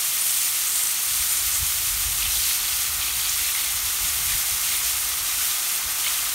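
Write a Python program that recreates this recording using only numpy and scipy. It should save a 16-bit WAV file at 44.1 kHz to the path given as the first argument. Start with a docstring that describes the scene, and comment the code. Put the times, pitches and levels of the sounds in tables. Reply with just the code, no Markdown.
"""Pouring molten metal into a damp ingot mold

Outdoors, in mono: melt runs from a crucible into a damp steel mold, and water flashes to steam under it.
The steam is filtered noise: a dense fizz and a coarser boil, both with fine spitting, over a hollow simmer.
Trapped steam sputters out in gliding sine squeaks, their pitch tending to sink as the mold fills.
A light breeze rumbles on the microphone as low noise, with thumping gusts, over quiet outdoor air.
"""
import sys
import numpy as np
from scipy import signal
from scipy.fft import rfft, irfft
from scipy.io import wavfile
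from scipy.ndimage import uniform_filter1d

SR = 44100
rng = np.random.default_rng(int(sys.argv[2]) if len(sys.argv) > 2 else 0)


def file_out(sig):
    """Save sig as 16-bit WAV at sys.argv[1]."""
    # one column per channel
    cols = np.atleast_2d(sig).T
    # limit, then scale
    lim = np.clip(cols, -1, 1)
    pcm = np.round(lim * 32767).astype(np.int16)
    wavfile.write(sys.argv[1], SR, pcm)


N = 279594

EDGE_HZ = 15760  # upper band limit of the recorder
BUFFET_DB, BUFFET_HZ = 1.9, 12  # the breeze is never even: rms depth and top rate of its buffeting
GUST_S = 0.023  # half the length of a gust, to 1/e
SQUEAK_S = 0.014  # length of a large squeak
BOUT_RISE_S, BOUT_FALL_S = 0.019, 0.039
SURGE_DB, SURGE_HZ = 0.42, 10  # the boil also surges at random: rms depth and top rate
COARSE_DB, COARSE_DB_PER_S = -2, 0.1754  # large bubbles gain on the fizz as the mold fills
COARSE_FOLLOWS = 0.74  # share of the boil's dB swings that the large bubbles follow
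SIMMER_DB, SIMMER_DB_PER_S = -42, 0.51  # the simmer grows steadily with the melt in the mold


def gain_of(db):
    """Decibels to amplitude."""
    return 10 ** (np.asarray(db) / 20)


def evened(x):
    """Scales to an rms of 1."""
    return x / np.sqrt(np.mean(x ** 2) + 1e-20)


def read(points, hz):
    """Reads a spectrum on a log-frequency axis."""
    f, value = np.transpose(points)
    return np.interp(np.log(hz + 1), np.log(f + 1), value)


def follow(rows):
    """The columns of a curve table at every sample."""
    s, *columns = np.transpose(rows)
    return [np.interp(np.arange(N) / SR, s, c) for c in columns]


def add(mix, s, sound):
    """Adds a sound to the mix at time s."""
    part = mix[max(round(s * SR), 0):][:len(sound)]
    part += sound[:len(part)]


def shaped(x, db):
    """Gives x a spectrum, at an rms of 1."""
    return evened(irfft(rfft(x) * gain_of(db), N))


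def wavering(top_hz):
    """Slow chance from 2 Hz up, fading out around top_hz, at an rms of 1."""
    hz = np.fft.rfftfreq(N, 1 / SR)
    band = (hz > 2) / (1 + (hz / top_hz) ** 4)
    return evened(irfft(rfft(rng.standard_normal(N)) * band, N))


def breeze():
    """Gusts buffet the microphone as low rumbling noise, over the quiet air of the yard."""
    # strength of the breeze on the microphone: [t/s, level/dB]
    breeze_curve = [(0, -57), (1.05, -60), (1.12, -46), (1.3, -52), (1.55, -41), (1.76, -46), (2.05, -39.5),
                    (2.42, -43.5), (2.55, -52), (2.75, -46.5), (3.4, -45.5), (3.58, -55), (3.76, -44),
                    (3.95, -52), (4.15, -40.5), (4.63, -53), (4.8, -46), (5.45, -50.5), (5.65, -60),
                    (6.2, -52)]
    # the strongest gusts, each a thump on the microphone: [middle t/s, level/dB]
    thumps = [(1.21, -40), (1.625, -31), (1.95, -38), (2.08, -31.5), (2.28, -37), (2.375, -36),
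              (2.98, -36.5), (3.86, -39), (4.035, -37), (4.27, -44), (4.35, -34), (4.53, -38.5),
              (5.87, -40)]
    # spectrum of the rumble: [f/Hz, relative level/dB per Hz]
    rumble_spectrum = [(15, -32), (28, -17), (45, 4), (70, 4.5), (100, -7), (150, -15), (250, -30.5),
                       (600, -73)]
    # spectrum of the still outdoor air: [f/Hz, relative level/dB per Hz]
    air_spectrum = [(15, -36), (38, -16), (70, -9), (130, 2), (240, -3), (330, -2), (430, -7), (520, -4),
                    (600, -21), (1200, -23.5)]
    t, hz = np.arange(N) / SR, np.fft.rfftfreq(N, 1 / SR)
    breeze_db, = follow(breeze_curve)
    buffeted = gain_of(breeze_db + BUFFET_DB * wavering(BUFFET_HZ))
    gusts = sum(gain_of(db) * np.exp(-((t - s) / GUST_S) ** 2) for s, db in thumps)
    wind = np.hypot(buffeted, gusts)
    eddies = shaped(rng.standard_normal(N), read(rumble_spectrum, hz))
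    strength = uniform_filter1d(abs(signal.hilbert(eddies)) ** 2, size=2600)
    eddies = evened(eddies / np.sqrt(strength))  # the wind alone sets their strength
    air = shaped(rng.standard_normal(N), read(air_spectrum, hz))
    return gain_of(-0.05) * wind * eddies + gain_of(-55) * air


def mold(x):
    """The open mold and the ground give the sound peaks and dips on its way to the microphone."""
    # peaks and dips: [f/Hz, half width to 1/e/Hz, level/dB]
    colour_bands = [(696, 35, 2.5), (1218, 154, 6), (1470, 55, 2.5), (1674, 55, -4), (2122, 21, 4),
                    (3360, 280, 1), (4890, 120, -3), (6200, 420, 1.5), (7690, 330, -2.5),
                    (10400.0, 450, -5), (11350, 320, 0.8)]
    hz = np.fft.rfftfreq(N, 1 / SR)
    colour = sum(db * np.exp(-((hz - f) / width) ** 2) for f, width, db in colour_bands)
    return irfft(rfft(x) * gain_of(colour), N)


def scatter(x, t60):
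    """The mold walls, bricks and paving throw back a short spray of echoes."""
    t = np.arange(SR // 5) / SR
    hits = rng.random(len(t)) < 2000 / SR  # 2000 echoes per s
    taps = rng.standard_normal(len(t)) * hits * 1000 ** (-t / t60)
    return signal.fftconvolve(x, taps / np.linalg.norm(taps))[:N]


def squeak(hz, glide, length, rough):
    """A steam pocket whistles unsteadily; its pitch slides (octaves per s) as it swells or shrinks."""
    count = round(length * SR)
    t = (np.arange(count) - count / 2) / SR
    steps = rng.standard_normal(SR // 20)[:count]
    wander = rough * np.cumsum(steps) * np.sqrt(hz / SR)
    turns = np.cumsum(hz * 2 ** (glide * t)) / SR + wander
    return np.sqrt(2) * np.sin(2 * np.pi * turns) * np.hanning(count)


def sputter(length, hz, per_s, spread_hz, glide, spread_db):
    """One bout: a quick, uneven run of small squeaks, scattered around the pitch of the escaping steam."""
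    t = np.arange(round(length * SR)) / SR
    out = np.zeros(len(t))
    chance = rng.standard_normal((SR, 3))
    for at in np.flatnonzero(rng.random(SR)[:len(t)] < per_s / SR):
        pitch, slide, size = chance[at]
        sound = squeak(hz + spread_hz * np.tanh(pitch), glide * slide, length=0.00794, rough=0.06)
        add(out, at / SR, gain_of(spread_db * min(size, 2)) * sound)
    rise = np.minimum(t / BOUT_RISE_S, 1)
    fall = np.minimum((length - t) / BOUT_FALL_S, 1)
    return evened(out) * rise * fall


def squirts():
    """Trapped steam escapes in large squeaks and bouts of sputter, with their echoes."""
    # loudest squirts: [middle t/s, pitch f/Hz, level/dB before a common trim, glide/octaves per s]
    large_squeaks = [(.217, 9260, -20, 4.5), (.267, 11470, -19.5, -11.5), (0.374, 8200, -21, -63.5),
                     (.383, 7740, -22, -61.5), (.673, 7400, -22, -58), (0.758, 8250, -20, -18.5),
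                     (.833, 8770, -21, 25), (.856, 7770, -27, -40), (.871, 6780, -21.5, -95),
                     (1.032, 11300, -22, 43), (1.326, 8560, -20, 34.5), (1.372, 6400, -23, -110),
                     (1.555, 7250, -22, -28.5), (2.225, 2540, -26, -44), (2.255, 3240, -25, -23),
                     (2.511, 2487, -28, -71), (3.255, 4400, -24, 39), (3.296, 6010, -20, 89),
                     (4.091, 6840, -24, -2.5), (4.308, 2460, -26, 11), (6.067, 2260, -24, -14),
                     (6.08, 3550, -25, 112), (6.192, 2780, -26.5, -29)]
    # bouts of steam sputtering from under the melt: [start t/s, length/s, pitch f/Hz, level/dB]
    bouts = [(0.171, .32, 9210, -31.5), (0.662, 0.26, 8410, -29.5), (1.003, 0.24, 9280, -32.5),
             (1.25, 0.19, 8270, -31), (1.523, 0.085, 7080, -28.5), (2.189, 0.4, 3714, -34.5),
             (2.283, 0.33, 5270, -34.5), (2.584, 0.31, 3905, -35.5), (2.993, 0.32, 3603, -33.5),
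             (3.369, 0.36, 3127, -35), (4.274, 0.12, 2680, -37), (4.67, 0.12, 3290, -34),
             (4.799, .17, 6410, -37), (5.238, 0.31, 4790, -40), (6.034, .085, 3104, -30),
             (6.12, 0.1, 2810, -38.5)]
    out = np.zeros(N)
    for s, hz, db, glide in large_squeaks:
        add(out, s - SQUEAK_S / 2, gain_of(db) * squeak(hz, glide, SQUEAK_S, rough=0.082))
    out = gain_of(-1.9) * out  # trims the large squeaks only
    for start, length, hz, db in bouts:
        bout = sputter(length, hz, per_s=450, spread_hz=1253, glide=35.8, spread_db=2.5)
        add(out, start, gain_of(db) * bout)
    return out + gain_of(-13.5) * scatter(out, t60=0.1)


def steam_band(x, low_hz, high_hz):
    """Gives x the spectrum of the steam from one range of bubble sizes."""
    # steam from bubbles of all sizes: [f/Hz, relative level/dB per Hz]
    steam_spectrum = [(300, 2), (550, -22.5), (750, -13.5), (1200, -12.5), (2500, -4), (6000, -3),
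                      (9000, 0.74), (15700, -3)]
    hz = np.fft.rfftfreq(N, 1 / SR) + 1
    skirts = -10 * np.log10((1 + (low_hz / hz) ** 10) * (1 + (hz / high_hz) ** 10))
    return shaped(x, read(steam_spectrum, hz) + skirts)


def seething(patchy_db, flicker_db, patch_size):
    """Noise that comes in brief patches of pitch, and flickers as bubbles burst in clusters."""
    z = signal.stft(rng.standard_normal(N), nperseg=256, noverlap=192)[2]
    patches = uniform_filter1d(rng.standard_normal(z.shape), size=patch_size, axis=0)  # across pitch
    patches = evened(uniform_filter1d(patches, size=3, axis=1))  # across time
    flicker = evened(uniform_filter1d(rng.standard_normal(z.shape[1]), size=12))
    z = z * gain_of(patchy_db * patches + flicker_db * flicker)
    return signal.istft(z, nperseg=256, noverlap=192)[1][:N]


def spitting(per_s, spread_db):
    """Tiny droplets burst as clicks; a few are much larger than the rest."""
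    size = gain_of(spread_db * np.minimum(rng.exponential(1, N), 4))
    sign = rng.choice([-1, 1], N)
    bursts = rng.random(N) < per_s / SR
    return evened(size * sign * bursts)


def steam():
    """Three sizes of bubble: a hollow simmer, a coarse boil and a fine fizz; spits join the last two."""
    # how hard the water boils: [t/s, level/dB]
    boiling_curve = [(0, -28.5), (.3, -27), (1.06, -29), (1.18, -27), (1.45, -28), (2.22, -28.5),
                     (2.5, -27), (2.62, -29.5), (2.82, -28), (2.93, -30.5), (3.1, -29.5), (3.48, -28.5),
                     (3.82, -30), (4.1, -28), (4.22, -29.5), (4.31, -27.5), (4.45, -28.5), (4.9, -28),
                     (5.16, -30.5), (5.48, -28), (5.6, -29), (5.76, -29), (5.83, -31.5), (6.1, -28.5),
                     (6.34, -31)]
    t = np.arange(N) / SR
    boiling_db, = follow(boiling_curve)
    spits = gain_of(-7.5) * spitting(per_s=3000, spread_db=3.5)
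    simmer = seething(patchy_db=0.5, flicker_db=0.0, patch_size=3)
    simmer = steam_band(simmer, low_hz=528, high_hz=1905)
    boil = seething(patchy_db=0.56, flicker_db=0.8, patch_size=6) + spits
    boil = steam_band(boil, low_hz=1770, high_hz=6460)
    fizz = seething(patchy_db=0.84, flicker_db=0.49, patch_size=8) + spits
    fizz = steam_band(fizz, low_hz=6430, high_hz=17500)
    usual_db = boiling_db.mean()
    swing_db = boiling_db - usual_db + SURGE_DB * wavering(SURGE_HZ)
    coarse_db = COARSE_FOLLOWS * swing_db + COARSE_DB + COARSE_DB_PER_S * t
    sizzle = gain_of(swing_db + 4.0) * fizz + gain_of(coarse_db) * boil
    return gain_of(usual_db) * sizzle + gain_of(SIMMER_DB + SIMMER_DB_PER_S * t) * simmer


def scene():
    """The breeze at the microphone and the steaming mold, the same in both channels."""
    return np.tile(breeze() + mold(steam() + squirts()), (2, 1))


def record(dry):
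    """The recorder's band limit: a steep low-pass."""
    low_pass = signal.firwin(1023, EDGE_HZ, window=("kaiser", 9), fs=SR)
    return signal.oaconvolve(dry, low_pass[None], "same")


dry = scene()
out = record(dry)
file_out(out)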